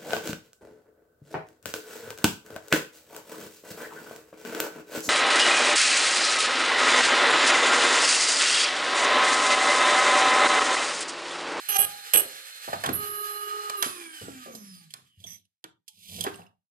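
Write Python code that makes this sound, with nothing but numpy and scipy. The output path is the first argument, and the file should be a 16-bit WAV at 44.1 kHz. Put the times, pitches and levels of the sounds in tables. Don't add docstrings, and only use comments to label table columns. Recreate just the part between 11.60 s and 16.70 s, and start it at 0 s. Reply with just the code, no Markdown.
import sys
import numpy as np
from scipy import signal
from scipy.fft import rfft, irfft, next_fast_len
from scipy.io import wavfile
from scipy.ndimage import uniform_filter1d, map_coordinates

SR = 44100
rng = np.random.default_rng(int(sys.argv[2]) if len(sys.argv) > 2 else 0)


def master(y):
    cut = np.clip(np.atleast_2d(y).T, -1, 1)
    pcm = np.round(cut * 32767)
    wavfile.write(sys.argv[1], SR, pcm.astype(np.int16))


N = 224954
T = np.arange(N) / SR
FREE_HZ = 420.5
SET_DOWN_S, SETTLE_S, OFF_S = 1.24, 0.16, 2.12

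# (frequency [Hz], level [dB])
TIP_COLOUR = [(2000, -42), (4000, -32.5), (7100, -29), (8200, -24), (10300, -12), (11000, 7), (11500, 4.5),
              (12100, 3.5), (12800, -15.5), (13300, -1.5), (14300, -30.5)]
SIDE_COLOUR = [(6500, -41), (7300, -16.5), (8000, 6), (8700, 5.5), (9450, 2.5), (10300, -4.5),
               (11000, -13.5)]
NAIL_COLOUR = [(50, -27), (110, -16), (300, -14.5), (480, -6.5), (640, -12), (830, 3.5), (1020, -7.5),
               (1260, 7.5), (1650, -1.5), (2100, -4.5), (2300, -2.5), (2950, 5.5), (3350, 0.5),
               (3900, -9.5), (7000, -46)]
GROOVE_COLOUR = [(3600, -21.5), (4200, 0.5), (4800, -5.5), (5400, 3), (6200, 13), (6900, -5), (7600, -22.5)]
# (start [s], end [s], rise [s], tip [dB], side [dB], nail [dB], grooves [dB],
# squeal [dB], squeal pitch [Hz], fade [dB/s], roughness [0-1])
TOUCHES = [(.087, 0.112, .0015, -25, -47.5, -32, -40.5, -32, 11450, 109.5, 0.65),
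           (0.112, 0.161, .0056, -35.5, -46.5, -32.5, -39.5, -33, 11380, 54, 0.54),
           (0.146, .169, .02, -29, -31, -25.5, -33, -27, 11290, 3.5, 0.3),
           (0.176, 0.219, .012, -23.5, -31, -30.5, -48, -25.5, 11540, 18.5, 0.25),
           (.221, 0.253, .0054, -32, -31.5, -31, -46.5, -41, 11590, 51, 0.2),
           (.534, 0.562, .0018, -21.5, -22, -23, -37.5, -21, 11420, 94.5, 0.88),
           (0.565, 0.607, .005, -27.5, -23, -29, -41.5, -20, 11440, 104, 0.6)]
def bit_rasps(angle, twist_radians=0.021, bite_scatter_db=2.3, waver_hz=55):
    twisted = angle + twist_radians * wobble(85)
    teeth = unit(sum(overtone(twisted, k) for k in range(1, 36))) * amp(bite_scatter_db * wobble(600))
    dust = unit(rng.standard_normal(N) * amp(5.8 * np.sin(angle) + 3 * wobble(410)))
    colours = (TIP_COLOUR, SIDE_COLOUR, NAIL_COLOUR, GROOVE_COLOUR)
    voices = [(coloured(teeth, colour), coloured(dust, colour)) for colour in colours]
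    waver = waver_hz * wobble(150)
    out = np.zeros(N)
    for start, end, rise, *levels, squeal_db, squeal_hz, fade_db, rough in TOUCHES:
        pressure = stroke(start, end, rise, 0.0027, fade_db) * amp(1 + 2 * rough * wobble(380))
        out += amp(squeal_db) * pressure * overtone(angle_of(squeal_hz + waver), 1)
        grit_shares = (rough, rough, rough ** 2, rough ** 3)
        for db, share, (buzz, grit) in zip(levels, grit_shares, voices):
            out += amp(db) * pressure * blend(buzz, grit, share)
    return out


# (multiple of shaft speed, in the hand [dB], on the table [dB], switched off [dB])
MOTOR_TONES = [(4, -20, -30, -15), (5, -9, -20, -3), (6, -16, -28, -12), (7, -20, -6.5, -7),
               (9, -6, -15, -16), (10, -3.5, -2, -7), (20, -22, -26, -23), (30, -23, -25, -33),
               (31, -23, -22, -38), (32, -18, -19, -22)]
def motor(angle, octaves, level_db=-45.5, wander_db=1.8, roughness=0.5):
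    lying, off = onset(SET_DOWN_S, SETTLE_S), onset(OFF_S, 0.39)
    tones = np.zeros(N)
    for k, held_db, lying_db, off_db in MOTOR_TONES:
        db = held_db + (lying_db - held_db) * lying + (off_db - lying_db) * off
        db += wander_db * (1 + off) * wobble(19)
        tones += amp(db) * (1 + roughness * wobble(220)) * overtone(angle, k)
    return housing(tones * amp(level_db + slowdown_db(octaves) + 4 * octaves))


# (start [s], end [s], speed lost if it went on long enough [Hz])
SHAFT_LOADS = [(.085, .162, 26), (.215, .255, 13), (.535, .59, 8), (1.31, 1.85, 6.5), (1.85, 2.1, 3.5)]
def shaft_speed(inertia_s=0.06, friction_hz_per_s=135.3, drag_per_s=0.33):
    sag = sum(hz * (np.exp(-since(end) / inertia_s) - np.exp(-since(start) / inertia_s))
              for start, end, hz in SHAFT_LOADS)
    friction = friction_hz_per_s / drag_per_s
    return np.maximum((FREE_HZ - sag + friction) * np.exp(-drag_per_s * since(OFF_S)) - friction, 1)


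def slowdown_db(octaves):
    return -15.5 * np.abs(octaves) ** 1.3


# (multiple of shaft speed, level [dB])
SHAKE_TONES = [(1, -4), (2, -12), (3, -3), (4, -12)]
# (frequency [Hz], gain [dB])
TABLE_RESPONSE = [(145, -9), (188, 0), (218, 0), (240, -9), (276, 2), (295, -19), (310, -19), (329, -1),
                  (350, -3), (382, -7), (400, 7), (411, -2.5), (419, 0)]
def table_hum(angle, octaves, level_db=-42.5, low_cut_hz=165):
    hum = np.zeros(N)
    for k, db in SHAKE_TONES:
        rocking = amp(1.8 * wobble(34)) * (1 + 0.3 * wobble(140))
        table_db = along(TABLE_RESPONSE, k * FREE_HZ * 2 ** octaves)
        dulling_db = 14 * octaves * np.log(k)
        hum += amp(db + table_db + dulling_db) * rocking * overtone(angle, k)
    hum *= amp(level_db + 0.54 * slowdown_db(octaves)) * onset(SET_DOWN_S, SETTLE_S)
    return housing(filtered(hum, lambda hz: hz ** 6 / (hz ** 6 + low_cut_hz ** 6)))


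# (multiple of shaft speed, level [dB])
BEARING_TONES = [(24, -15), (25, -15), (26, -9), (27, -4), (28, -5), (29, -6), (30, -13), (31, -11),
                 (52, -24), (53, -19), (54, -20), (55, -22), (56, -22), (57, -21), (58, -24), (79, -23),
                 (81, -21), (83, -23), (106, -25), (109, -25)]
# (start [s], end [s], rise [s], level [dB], fade [dB/s], roughness [0-1])
WHINE_SPELLS = [(1.325, 1.394, 0.008, -31.5, 161, 1), (1.394, 1.88, 0.081, -39.5, 29.5, 0.12),
                (2.155, 2.274, 0.025, -44, 38.5, 0.1), (2.23, 2.61, 0.025, -55.5, 10.5, 0.5),
                (2.595, 3.581, 0.034, -56.5, 16.5, 0.1), (2.895, 3.197, 0.041, -49.5, 21, 0.2)]
def bearing_whine(angle, shaft_ring_hz=11400, release_s=0.035):
    clean = sum(amp(db + 2.4 * wobble(16)) * overtone(angle, k) for k, db in BEARING_TONES)
    flutter = amp(1.6 * wobble(74))
    sizzle = flutter * sum(amp(db) * wobble(15 * k) * overtone(angle, k) for k, db in BEARING_TONES)
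    whine = np.zeros(N)
    for start, end, rise, db, fade_db, rough in WHINE_SPELLS:
        whine += amp(db - 3) * stroke(start, end, rise, release_s, fade_db) * blend(clean, sizzle, rough)
    return housing(filtered(whine, lambda hz: 1 + 1.8 * resonance(hz, shaft_ring_hz, q=7)))


# (frequency [Hz], gain [dB])
SHELL_RESPONSE = [(100, 16.5), (430, -2.5), (620, -27), (830, -1.5), (1000, -12), (1140, 5), (1240, 8.5),
                  (1360, 4), (1500, -4), (1650, 3.5), (1850, -6), (2100, -6), (2350, 3.5), (2520, -2),
                  (2900, -.5), (3080, 3), (3400, -6), (3800, -7), (4200, -4.5), (6000, -7), (8400, 5.5),
                  (11500, 2), (13000, -4), (14500, -19)]
def housing(x):
    return filtered(x, lambda hz: amp(along(SHELL_RESPONSE, hz)))


# (frequency [Hz], level [dB])
BRUSH_COLOUR = [(88, -62), (150, -33), (510, -10), (706, -16.5), (823, 0.5), (1020, -15.5), (1230, 1),
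                (2500, -5), (3140, -4), (4180, -6.5), (6020, -8.5), (12700, -10), (14500, -14)]
def brush_hiss(angle, octaves, level_db=-45.5, pulse_db=8, split_hz=1700):
    hiss = coloured(rng.standard_normal(N) * amp(pulse_db * np.sin(2 * angle)), BRUSH_COLOUR)
    body = filtered(hiss, lambda hz: 1 / (1 + (hz / split_hz) ** 8))
    treble = amp(0.67 * slowdown_db(octaves)) * (hiss - body)
    held = 1 - onset(SET_DOWN_S, SETTLE_S)
    body_db = slowdown_db(octaves) - 4 * held - 9 * octaves ** 2
    return amp(level_db + 2.4 * wobble(29)) * (treble + amp(body_db) * body)


# (time [s], level [dB], pitch [Hz], ring time [s], boom [dB])
# A ring time is how long a sound takes to fall by 60 dB.
TABLE_KNOCKS = [(0.183, -42.5, 524, 0.36, -50.5), (0.537, -33.5, 474, 0.38, -52.5),
                (1.077, -35, 694, 0.19, -52), (1.13, -26, 930, 0.12, -47.5),
                (1.237, -26.5, 1100, 0.13, -49), (1.256, -29.5, 1020, 0.16, -41.5),
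                (1.287, -30, 318, 0.2, -44.5), (1.289, -25.5, 1240, 0.052, -43),
                (2.098, -32.5, 1080, 0.058, -89.5), (2.225, -26.5, 1340, 0.12, -65),
                (2.261, -35, 296, 0.073, -64), (2.613, -48.5, 470, 0.22, -47),
                (2.681, -38, 360, 0.078, -53.5), (2.86, -47, 443, 0.4, -64),
                (2.948, -40.5, 335, 0.045, -67), (3.34, -51, 1230, 0.14, -65),
                (3.388, -60, 962, 0.061, -85), (3.642, -59, 600, 0.14, -74),
                (4.042, -50, 333, 0.095, -68.5), (4.042, -45.5, 1184, 0.084, -82),
                (4.518, -63.5, 590, 0.3, -64), (4.581, -48.5, 460, 0.29, -67),
                (4.607, -52.5, 1100, 0.15, -68), (4.646, -35, 763, 0.19, -59), (4.665, -30, 349, 0.12, -62),
                (4.665, -29.5, 1270, 0.092, -80), (4.786, -51, 800, 0.3, -73)]
def knocks(boom_hz=117, boom_ring_s=0.49, gain_db=3):
    out = np.zeros(N)
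    for s, db, hz, ring_s, boom_db in TABLE_KNOCKS:
        add(out, s, amp(db) * thud(hz, ring_s) + amp(boom_db) * thud(boom_hz, boom_ring_s))
    return amp(gain_db) * out


def thud(hz, ring_s, rise_cycles=0.27, low_cut_hz=85):
    def band(f):
        return resonance(f, hz, q=1.97) / (1 + (f / (4 * hz)) ** 2) * f ** 2 / (f ** 2 + low_cut_hz ** 2)
    t = T[:SR // 2]
    ringing = unit(filtered(rng.standard_normal(len(t)), band))
    fade = amp(-60 * t / ring_s) * (1 - np.exp(-t * hz / rise_cycles))
    return np.sqrt(np.mean(fade ** 2)) * unit(fade * ringing)


# (frequency [Hz], level [dB])
SNAP_COLOUR = [(200, -14), (1000, -18), (3000, 5.5), (6000, 3), (8500, 2.5), (12000, 4), (14500, -12)]
# (multiple of its pitch, level [dB])
CLINK_TONES = [(1, -1.5), (1.05, -1), (1.93, -12), (2.36, -22.5)]
# (time [s], snap [dB], snap ring time [s], snap low edge [Hz],
# clink [dB], clink pitch [Hz], clink ring time [s])
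TOOL_CLICKS = [(0.086, -35, 0.0057, 500, -35, 2840, .01), (.536, -19, 0.015, 300, -25, 2880, 0.02),
               (0.55, -32.5, .008, 4000, -35.5, 2920, 0.011), (1.133, -44, .03, 1000, -52, 2680, .02),
               (1.237, -34.5, 0.052, 300, -50, 3140, .02), (1.259, -30, 0.036, 300, -39, 3060, 0.0069),
               (1.263, -38, 0.029, 300, -23, 3350, 0.011), (1.292, -32.5, 0.021, 200, -48, 2600, 0.017),
               (2.097, -26.5, 0.022, 700, -40, 2970, 0.037), (2.225, -17, 0.025, 200, -29, 3320, 0.026),
               (2.24, -35.5, 0.35, 300, -40, 3040, 0.093), (2.95, -38.5, 0.067, 3050, -59, 3230, .03),
               (3.305, -52.5, 0.09, 897, -53, 3110, 0.028), (3.338, -29.5, 0.015, 900, -46, 3430, .02),
               (3.603, -56.5, 0.02, 1490, -55.5, 3320, .03), (3.64, -48.5, .02, 1500, -39, 3350, 0.045),
               (3.664, -55, 0.02, 1490, -59, 3350, 0.025), (3.852, -63.5, 0.025, 1196, -74.5, 2846, 0.027),
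               (4.041, -34, 0.0096, 298, -35.5, 3306, 0.0053), (4.279, -43.5, 0.069, 2210, -57, 3190, 0.12),
               (4.608, -24, 0.025, 2970, -29, 3200, 0.045), (4.639, -23.5, 0.018, 3000, -32, 3080, 0.034),
               (4.743, -47, .015, 1500, -44.5, 2720, 0.029), (4.757, -53, .015, 5100, -45, 8240, 0.029),
               (4.818, -69, 0.015, 1500, -53.5, 2650, 0.028), (4.865, -65.5, 0.025, 1470, -58, 2710, 0.039)]
def clicks(rise_s=0.0006):
    out, t = np.zeros(N), T[:SR // 4]
    for s, snap_db, snap_s, edge_hz, clink_db, clink_hz, clink_s in TOOL_CLICKS:
        noise = coloured(rng.standard_normal(len(t)), SNAP_COLOUR)
        snap = filtered(noise, lambda hz: hz ** 4 / (hz ** 4 + edge_hz ** 4))
        snap *= amp(snap_db + 4 - 60 * t / snap_s)
        clink = sum(amp(db) * np.sin(2 * np.pi * ratio * clink_hz * t) for ratio, db in CLINK_TONES)
        clink *= np.sqrt(2) * amp(clink_db + 3 - 60 * t / clink_s)
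        add(out, s, (1 - np.exp(-t / rise_s)) * (snap + clink))
    return out


# (time [s], level [dB], pitch [Hz], ring time [s])
JOLT_RINGS = [(.151, -23, 788, .15), (.255, -40.5, 815, .8), (.54, -38, 878, .3), (.54, -50, 535, 1.2),
              (1.134, -34, 885, .16), (2.615, -46, 112, .2), (2.88, -43, 530, .12), (3.57, -52, 100, .4),
              (4.046, -48, 325, .11), (4.288, -64, 880, .15)]
def jolt_rings(rise_s=0.0091, flutter_db=2, waver_hz=9):
    out = np.zeros(N)
    for s, db, hz, ring_s in JOLT_RINGS:
        tone = overtone(angle_of(hz + waver_hz * wobble(90)), 1)
        out += onset(s, rise_s) * amp(db - 60 * since(s) / ring_s + flutter_db * wobble(76)) * tone
    return out


# (frequency [Hz], level [dB])
SKIN_COLOUR = [(1400, -43), (2250, -12), (2750, -8), (3600, -3), (4300, -7.5), (5500, -10), (7000, -11),
               (8100, -11.5), (9600, -8), (12500, -13.5), (14500, -5.5)]
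TABLE_COLOUR = [(30, -33.5), (70, -4.5), (105, 14), (135, -9), (175, 12.5), (330, -11.5), (600, -9),
                (1000, -18), (1500, -27.5), (3000, -43)]
# (start [s], end [s], rise [s], hiss [dB], rumble [dB])
HAND_SLIDES = [(1.6, 1.66, 0.056, -41, -82), (3.039, 3.152, 0.12, -51.5, -65.5),
               (3.52, 3.73, 0.12, -54, -58.5), (4.243, 4.629, 0.35, -39.5, -56.5),
               (4.452, 4.618, 0.087, -51, -47), (4.687, 4.796, 0.058, -56, -53.5)]
def hand_slides(grain_db=2, release_s=0.046):
    hiss = coloured(rng.standard_normal(N) * amp(grain_db * wobble(550)), SKIN_COLOUR)
    rumble = coloured(rng.standard_normal(N) * amp(grain_db * wobble(60)), TABLE_COLOUR)
    return sum(stroke(start, end, rise, release_s) * (amp(hiss_db) * hiss + amp(rumble_db - 1) * rumble)
               for start, end, rise, hiss_db, rumble_db in HAND_SLIDES)


# (pitch [Hz], width [Hz], level [dB])
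SCRAPE_BANDS = [(1130, 80, -17), (2100, 400, -14), (3280, 140, -10), (5930, 420, 0), (8300, 600, -14),
                (11800, 1800, -12)]
def nail_scrape(level_db=-41.5, grain_db=3):
    def bands(f):
        return sum(amp(db) * resonance(f, hz, hz / width) ** 2 for hz, width, db in SCRAPE_BANDS)
    slips = rng.standard_normal(N) * amp(grain_db * wobble(340))
    pressure = stroke(start=3.661, end=3.758, rise=0.0065, release=0.016, fade_db=60)
    return amp(level_db) * pressure * unit(filtered(slips, bands))


def table_echoes(x, level_db=-7, decay_s=0.004, delay_s=0.00056):
    t = T[:SR // 80]
    bounces = rng.standard_normal((2, len(t))) * (t > delay_s) * np.exp(-t / decay_s)
    bounces /= np.linalg.norm(bounces, axis=1, keepdims=True)
    scattered = signal.fftconvolve(x[None], bounces, axes=1)[:, :N]
    return amp(level_db) * filtered(scattered, lambda hz: hz / (hz + 1200))


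# (frequency [Hz], ring time [s])
ROOM_RING = [(100, .34), (500, .3), (3000, .29), (12000, .24)]
def room(x, build_s=0.02):
    hz, t, noise = signal.stft(rng.standard_normal((2, SR // 2)), SR, nperseg=256)
    tail = signal.istft(noise * amp(-60 * t / along(ROOM_RING, hz)[:, None]), SR, nperseg=256)[1]
    tail *= 1 - np.exp(-T[:tail.shape[1]] / build_s)
    return signal.fftconvolve(x[None], tail / np.linalg.norm(tail[0]), axes=1)[:, :N]


def two_microphones(x, lag_s=0.0004085):
    return np.array([filtered(x, lambda hz: np.exp(-2j * np.pi * hz * lag_s)), x])


# (frequency [Hz], left minus right [dB])
SHADOW = [(100, 0), (450, 0), (1000, -4), (2500, -4), (5500, -6), (8000, -12), (11000, -14), (14000, -10)]
def phone_shadow(pair, share=1):
    def gains(hz):
        left = amp(share * along(SHADOW, hz))
        return np.array([left, np.ones_like(left)]) * np.sqrt(2 / (1 + left ** 2))
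    return filtered(pair, gains)


def noise_suppressor(x, threshold_db=-95, depth_db=-10):
    bands = signal.stft(x, nperseg=512)[2]
    power = np.mean(np.abs(bands) ** 2, axis=0)
    power = uniform_filter1d(power, size=3, axis=0)
    power = np.abs(uniform_filter1d(power, size=5, axis=1))
    gain = np.maximum(power / (power + amp(threshold_db) ** 2), amp(depth_db))
    return signal.istft(bands * gain, nperseg=512)[1][:, :N]


def amp(db):
    return 10 ** (np.asarray(db) / 20)


def unit(x):
    return x / np.sqrt(np.mean(np.abs(x) ** 2) + 1e-20)


def along(points, hz):
    frequencies, values = np.transpose(points)
    return np.interp(np.log(hz + 1), np.log(frequencies), values)


def wobble(rate):
    coarse = T[::8]
    points = rng.standard_normal(int(N * rate / SR) + 4)
    return unit(np.interp(T, coarse, map_coordinates(points, [coarse * rate])))


def filtered(x, response):
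    n = x.shape[-1]
    padded = next_fast_len(n + 8192)
    return irfft(rfft(x, padded) * response(np.fft.rfftfreq(padded, 1 / SR)), padded)[..., :n]


def coloured(x, colour):
    return unit(filtered(x, lambda hz: amp(along(colour, hz))))


def resonance(hz, centre_hz, q):
    damping = 1j * hz * centre_hz / q
    return damping / (centre_hz ** 2 - hz ** 2 + damping)


def angle_of(hz):
    return 2 * np.pi * np.cumsum(hz) / SR


def overtone(angle, multiple):
    in_range = multiple * np.gradient(angle) < np.pi
    return in_range * np.sqrt(2) * np.sin(multiple * angle + rng.uniform(0, 2 * np.pi))


def blend(smooth, rough, share):
    return np.sqrt(1 - share) * smooth + np.sqrt(share) * rough


def add(track, s, sound):
    part = track[round(s * SR):][:len(sound)]
    part += sound[:len(part)]


def since(s):
    return np.maximum(T - s, 0)


def onset(start, rise):
    return np.minimum(since(start) / rise, 1) ** 2


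def stroke(start, end, rise, release, fade_db=0):
    hold = amp(-fade_db * np.minimum(since(start), end - start))
    return onset(start, rise) * hold * np.exp(-since(end) / release)


def scene():
    speed = shaft_speed()
    angle = angle_of(speed * (1 + 0.00071 * wobble(40)))
    octaves = np.log2(speed / FREE_HZ)
    drill = motor(angle, octaves) + table_hum(angle, octaves) + bearing_whine(angle)
    hiss, rasp = brush_hiss(angle, octaves), bit_rasps(angle)
    handling = knocks() + jolt_rings() + hand_slides()
    # (sound, level sent into the room [dB])
    layers = [(drill, -11), (hiss, -4), (rasp, -13), (handling, -11), (clicks(), -13), (nail_scrape(), -20)]
    direct = sum(sound for sound, _ in layers)
    tail = room(sum(amp(db) * sound for sound, db in layers))
    rumble = amp(-106) * coloured(rng.standard_normal((2, N)), TABLE_COLOUR)
    microphone_hiss = amp(-92) * rng.standard_normal((2, N))
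    echoes = phone_shadow(tail + table_echoes(direct), share=0.19)
    return phone_shadow(two_microphones(direct)) + echoes + rumble + microphone_hiss


def record(dry, low_cut_hz=75, ceiling=0.78, top_hz=14300):
    bass_cut = signal.butter(2, low_cut_hz, 'highpass', fs=SR, output='sos')
    thin = noise_suppressor(signal.sosfilt(bass_cut, dry))
    rounded = thin / (1 + np.abs(thin / ceiling) ** 6) ** (1 / 6)
    return filtered(rounded, lambda hz: 1 / np.sqrt(1 + (hz / top_hz) ** 200))


dry = scene()
out = record(dry)
master(out)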